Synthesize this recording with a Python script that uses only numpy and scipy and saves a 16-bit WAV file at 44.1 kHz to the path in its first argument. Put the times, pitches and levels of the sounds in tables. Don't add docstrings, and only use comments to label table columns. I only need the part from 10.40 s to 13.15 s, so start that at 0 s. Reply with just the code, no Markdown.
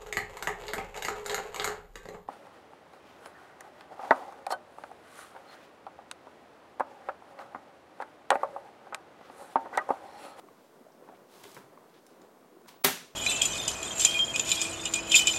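import sys
import numpy as np
from scipy import signal
from scipy.fft import rfft, irfft, next_fast_len
from scipy.io import wavfile
from scipy.ndimage import map_coordinates

SR = 44100
rng = np.random.default_rng(int(sys.argv[2]) if len(sys.argv) > 2 else 0)


def log_audio(samples):
    frames = np.atleast_2d(samples).T
    limited = np.clip(frames, -1, 1)
    pcm = np.round(limited * 32767).astype(np.int16)
    wavfile.write(sys.argv[1], SR, pcm)


def gain_from_db(level_db):
    decades = np.asarray(level_db, float) / 20
    return 10 ** decades


N = 121275


def unit(x):
    return x / np.sqrt(np.mean(x ** 2) + 1e-20)


def along(points, hz):
    f, v = np.transpose(points)
    return np.interp(np.log(hz + 1), np.log(f + 1), v)


def filtered(x, response):
    m = next_fast_len(len(x) + 8192)
    spectrum = rfft(x, m) * response(np.fft.rfftfreq(m, 1 / SR))
    return irfft(spectrum, m)[:len(x)]


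def noise(colour, size=N):
    return unit(filtered(rng.standard_normal(size), lambda hz: gain_from_db(along(colour, hz))))


def wobble(rate_hz):
    knots = rng.standard_normal(int(N * rate_hz / SR) + 4)
    return map_coordinates(knots, [np.arange(N) * rate_hz / SR])


def pings(start_s, gain, hz, cycles):
    k = np.arange(SR // 12)
    turns = k / SR * hz[:, None]
    envelope = np.exp(-3 * turns / cycles) * (1 - np.exp(-turns / 0.7))
    wave = gain[:, None] * np.sin(2 * np.pi * turns) * envelope
    at = (start_s * SR).astype(int)[:, None] + k
    return np.bincount(at.ravel(), wave.ravel(), N + len(k))[:N]


def room(x, start_s):
    # (frequency [Hz], t60 [s])
    decay = [(150, 0.55), (500, 0.31), (2000, 0.41), (6000, 0.43), (12000, 0.31), (16000, 0.21)]
    early_t60_s, early_db = 0.19, -13.5
    hz, t, z = signal.stft(rng.standard_normal(SR // 2), SR, nperseg=256)
    late = gain_from_db(-60 * t / along(decay, hz)[:, None])
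    early = gain_from_db(early_db - 60 * t / early_t60_s)
    tail = signal.istft(z * (late + early), SR, nperseg=256)[1]
    wet = signal.fftconvolve(x, tail / np.linalg.norm(tail))
    return np.pad(wet, (round(start_s * SR) + 150, N))[:N]


def machines():
    # (time [s], level [dB])
    burble = [(0, -56.5), (.3, -60.5), (.42, -56), (.5, -60.5), (.66, -55.5), (.8, -57), (.86, -58),
              (1.1, -56), (1.201, -56), (1.4, -57), (1.57, -60), (1.62, -63), (1.68, -59.5), (1.78, -56.5),
              (1.86, -56), (1.91, -59), (2.0, -58), (2.4, -60)]
    # (frequency [Hz], density [dB per Hz])
    burble_colour = [(24, -88), (40, -69), (107, -9.5), (381, -4), (499, -6), (824, -10.5), (907, -11.5),
                     (1080, -11.5), (4000, -39.5), (5200, -87), (8800, -120)]
    hiss_colour = [(880, -11.5), (1500, -7), (2290, -10.5), (2500, -12.5), (2960, -12.5), (15800, -18.5)]
    rumble_colour = [(20, -22), (60, -12), (110, -9), (170, 1.5), (260, -8.5), (500, -66)]
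    grains_per_s, grain_hz, grain_spread, grain_cycles = 450, 540, .45, 3.5
    grain_size_db, grain_share = 3.2, .38
    rumble_db, hiss_db = -73, -68.5
    whine_hz, whine_width_hz, whine_db = 15000, 60, -88

    count = int(grains_per_s * N / SR)
    start_s = rng.random(count) * (N - 1) / SR
    pitch, size = np.clip(rng.standard_normal((2, count)), -2, 2)
    hz = grain_hz * np.exp(grain_spread * pitch)
    grains = unit(pings(start_s, gain_from_db(grain_size_db * size), hz, grain_cycles))
    bed = noise(burble_colour) * gain_from_db(0.82 * wobble(24.74))
    mix = np.sqrt(grain_share) * grains + np.sqrt(1 - grain_share) * bed
    level_db = np.interp(np.arange(N) / SR, *np.transpose(burble))

    whine = unit(filtered(rng.standard_normal(N),
                          lambda f: np.exp(-((f - whine_hz) / whine_width_hz) ** 2)))
    out = gain_from_db(whine_db) * whine + gain_from_db(rumble_db) * noise(rumble_colour)
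    out += gain_from_db(level_db + 1.0) * mix
    return out + gain_from_db(hiss_db + 0.2 * wobble(7.0)) * noise(hiss_colour)


def knocks():
    # (time [s], peak [dB], frequency [Hz])
    blips = [(0.086, -42.5, 1100), (0.11, -47, 471), (0.246, -50, 540), (0.466, -42.5, 605),
             (0.485, -46.5, 676), (0.623, -43.5, 510), (0.688, -37, 908), (0.696, -40, 650),
             (0.7235, -42, 734), (0.737, -49, 700), (0.815, -48, 450), (1.053, -42, 402), (1.08, -47, 378),
             (1.169, -40, 477), (1.182, -46, 426), (1.375, -41, 1075), (1.763, -64, 338), (1.845, -52, 500),
             (1.859, -58, 472), (2.166, -46.5, 373), (2.213, -49, 452), (2.262, -56, 340),
             (2.359, -48, 380)]
    # (time [s], peak [dB], frequency [Hz])
    thuds = [
        (1.036, -60, 111),
        (1.166, -48.5, 138.6),
        (1.187, -49, 197),
        (1.235, -54.5, 127),
        (2.273, -63, 90),
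        (2.49, -52, 110),
    ]
    blip_cycles, thud_cycles = 7.1, 6.4
    overtone, overtone_db = 1.96, -8
    s, db, hz = np.transpose(blips)
    out = pings(s, 1.44 * gain_from_db(db), hz, blip_cycles)
    out += pings(s, 0.86 * gain_from_db(db + overtone_db), hz * overtone, blip_cycles)
    s, db, hz = np.transpose(thuds)
    return out + pings(s, 2.3 * gain_from_db(db), hz, thud_cycles)


def strokes(starts, rows):
    t = np.arange(N) / SR
    out = np.zeros(N)
    for s, (swell_s, hold_s, t60_s, db) in zip(starts, rows):
        fade_db = 60 * np.maximum(t - s - swell_s - hold_s, 0) / t60_s
        out += gain_from_db(db - fade_db) * np.clip((t - s) / swell_s, 0, 1)
    return out


def hand():
    slide_s = [
        0.87,
        1.03,
        1.14,
        2.27,
        2.64,
    ]
    # (swell [s], hold [s], fade t60 [s], level [dB])
    slides = [(0.072, 0.078, 0.48, -59), (0.0053, 0.096, 0.38, -60.5), (0.0097, 0.04, 0.24, -63),
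              (0.015, 0.0044, 0.18, -52), (0.014, 0.02, 0.2, -63.5)]
    dull_s = [0.746, 1.195, 1.49, 1.537, 1.69, 1.835, 2.295, 0.14, 0.58, 1.3]
    # (swell [s], hold [s], fade t60 [s], level [dB])
    dull_slides = [(0.0024, 0.0071, 0.1, -70), (0.0069, 0.017, 0.27, -71), (0.0034, 0.0053, 0.086, -67.5),
                   (0.0028, 0.039, 0.26, -66.5), (0.0092, 0.032, 0.29, -71), (.006, .012, 0.092, -73),
                   (0.0089, 0.049, 0.35, -65), (0.056, 0.074, 0.26, -72), (0.044, .1, 0.23, -79.5),
                   (0.027, .08, .3, -81)]
    # (frequency [Hz], density [dB per Hz])
    slide_colour = [(470, -37), (800, -5.5), (1030, -0.5), (1120, -5.5), (2200, -10.5), (3710, -9),
                    (15800, -18.5)]
    dull_hz = 5700
    dull = unit(filtered(noise(slide_colour), lambda hz: 1 / (1 + (hz / dull_hz) ** 4)))
    rubbing = strokes(slide_s, slides) * noise(slide_colour) + strokes(dull_s, dull_slides) * dull
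    roughness_db = 0.76 * wobble(60) + 1.2 * wobble(500)
    return gain_from_db(roughness_db) * rubbing


def ticks():
    # (time [s], peak [dB], centre [Hz], width [Hz])
    tick_rows = [(0.521, -59, 5300, 1200), (0.688, -55, 1600, 1800), (0.7476, -54.5, 1800, 2000),
                 (0.752, -50, 1500, 2500), (1.0364, -45.5, 6000, 14000), (1.038, -42.5, 5000, 12000),
                 (1.041, -41.5, 1500, 3000), (1.041, -41.5, 2600, 2500), (1.042, -55.5, 9000, 9000),
                 (1.053, -47, 2000, 3000), (1.111, -56, 13000, 5000), (1.117, -47, 5940, 5000),
                 (1.145, -46, 11100, 12000), (1.147, -44, 6200, 2500), (1.167, -37, 1300, 1590),
                 (1.176, -35, 900, 1400), (1.183, -54, 700, 900), (1.666, -47, 7400, 12100),
                 (1.817, -49, 4930, 5950), (2.166, -51.5, 800, 900), (2.212, -50, 900, 1000),
                 (2.216, -58, 7000, 8000), (2.261, -47, 1200, 1200), (2.283, -52, 7000, 14000),
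                 (2.2883, -46.5, 6000, 16000), (2.29, -44.5, 2800, 2500), (2.485, -23, 1500, 2500),
                 (2.496, -31.5, 1000, 2000), (2.531, -34.5, 2000, 4000), (2.574, -36, 1700, 890),
                 (2.609, -43.5, 2500, 3000), (2.63, -43, 500, 600)]
    t60_s, wet_db = .022, -6
    snap = 5
    out, t = np.zeros(N), np.arange(SR // 20) / SR
    for s, db, hz, width_hz in tick_rows:
        burst = rng.standard_normal(len(t)) - snap * (t == t[4])
        band = unit(filtered(burst, lambda f: np.exp(-((f - hz) / width_hz) ** 2 * 2)))
        tick = gain_from_db(db - 6.5 - 60 * t / t60_s) * band
        out[round(s * SR):][:len(t)] += tick
        out += gain_from_db(wet_db) * room(tick, s)
    return out


def slam():
    # (time [s], level [dB])
    contacts = [(2.4372, -46), (2.4398, -27), (2.4415, -21.5), (2.4435, -18), (2.4447, -12.5),
                (2.4456, -12.5), (2.4471, -8), (2.4485, -12), (2.4497, -12), (2.4526, -16), (2.4555, -15),
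                (2.466, -19), (2.471, -18)]
    # (frequency [Hz], density [dB per Hz])
    crack_colour = [(60, -38), (150, 0.5), (300, -7), (600, -4), (1050, -3.5), (3200, -3), (8500, -5),
                    (14500, -4)]
    # (frequency [Hz], level [dB], t60 [s])
    case_modes = [(154.4, -6, 0.22), (174.6, -10.5, 0.27), (223, -9.5, .2), (256, -4, .2),
                  (365, -14.5, 0.3), (387.7, -7, .2), (400, -2, .2), (605, -15, 0.24), (769, -10, 0.18),
                  (947, -2.5, 0.06), (1043, -3.5, 0.11), (1110, -4, 0.085), (1347, -9, 0.19)]
    # (frequency [Hz], level [dB], t60 [s])
    lid_modes = [(1540, -13.5, 0.17), (1650, -8, .12), (1850, -9, 0.22), (1956, -10.5, 0.16),
                 (2030, -5.5, 0.13), (2300, -8, 0.13), (3220, -6, .06), (3670, 1, 0.039), (4654, -1, 0.047),
                 (12530, 7, 0.035), (14100, 9, 0.028)]
    crack_t60_s, crack_wet_db = 0.018, -2
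    snap_db, snap_s = 8.5, 0.00011
    blow_s, blow_db, blow_rise_s, ring_wet_db = 2.4452, -24, 0.0018, -13
    flutter_db, flutter_per_s = 1.8, 60
    push_s, push_db, push_hz, push_cycles = 2.444, -23, 45, 1.6

    out, t = np.zeros(N), np.arange(SR // 4) / SR
    for s, db in contacts:
        hiss = gain_from_db(-60 * t / crack_t60_s) * noise(crack_colour, size=len(t))
        snap = gain_from_db(snap_db) * (1 - t / snap_s) * np.exp(-t / snap_s)
        crack = gain_from_db(db - 7.0) * (hiss - snap)
        out[round(s * SR):][:len(t)] += crack
        out += gain_from_db(crack_wet_db) * room(crack, s)

    ring = np.zeros(len(t))
    for hz, db, t60_s in case_modes + lid_modes:
        flutter = flutter_db * wobble(flutter_per_s)[:len(t)]
        ring += gain_from_db(db - 60 * t / t60_s + flutter) * np.sin(2 * np.pi * (hz * t + rng.random()))
    ring *= gain_from_db(blow_db) * (1 - np.exp(-t / blow_rise_s))
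    out[round(blow_s * SR):][:len(t)] += ring
    out += pings(np.array([push_s]), gain_from_db([push_db]), np.array([push_hz]), push_cycles)
    return out + gain_from_db(ring_wet_db) * room(ring, blow_s)


def scene():
    return (machines() + knocks() + hand() + ticks() + slam())[None]


def low_pass(x):
    return signal.sosfilt(signal.butter(12, 15990, fs=SR, output="sos"), x)


def record(dry):
    low_hz, top_hz, offset_db = 130, 15770, -82
    mute_from_s, mute_to_s = 2.4275, 2.437
    gap_from_s, gap_to_s, gap_low_hz, gap_high_hz = 2.2655, 2.276, 10000, 15000
    t = np.arange(N) / SR

    def response(hz):
        high_pass = 1j * hz / low_hz / (1 + 1j * hz / low_hz)
        return high_pass ** 2 * (hz < top_hz)

    mic = filtered(dry[0], response)
    gap = np.clip(np.minimum(t - gap_from_s, gap_to_s - t) * 1000, 0, .9)
    mic = mic - gap * filtered(mic, lambda hz: (hz > gap_low_hz) & (hz < gap_high_hz))
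    keep = np.clip(np.maximum(mute_from_s - t, t - mute_to_s) * 500 + .5, 0, 1)
    mix = mic[None] * keep - gain_from_db(offset_db)
    return low_pass(mix)


dry = scene()
out = record(dry)
log_audio(out)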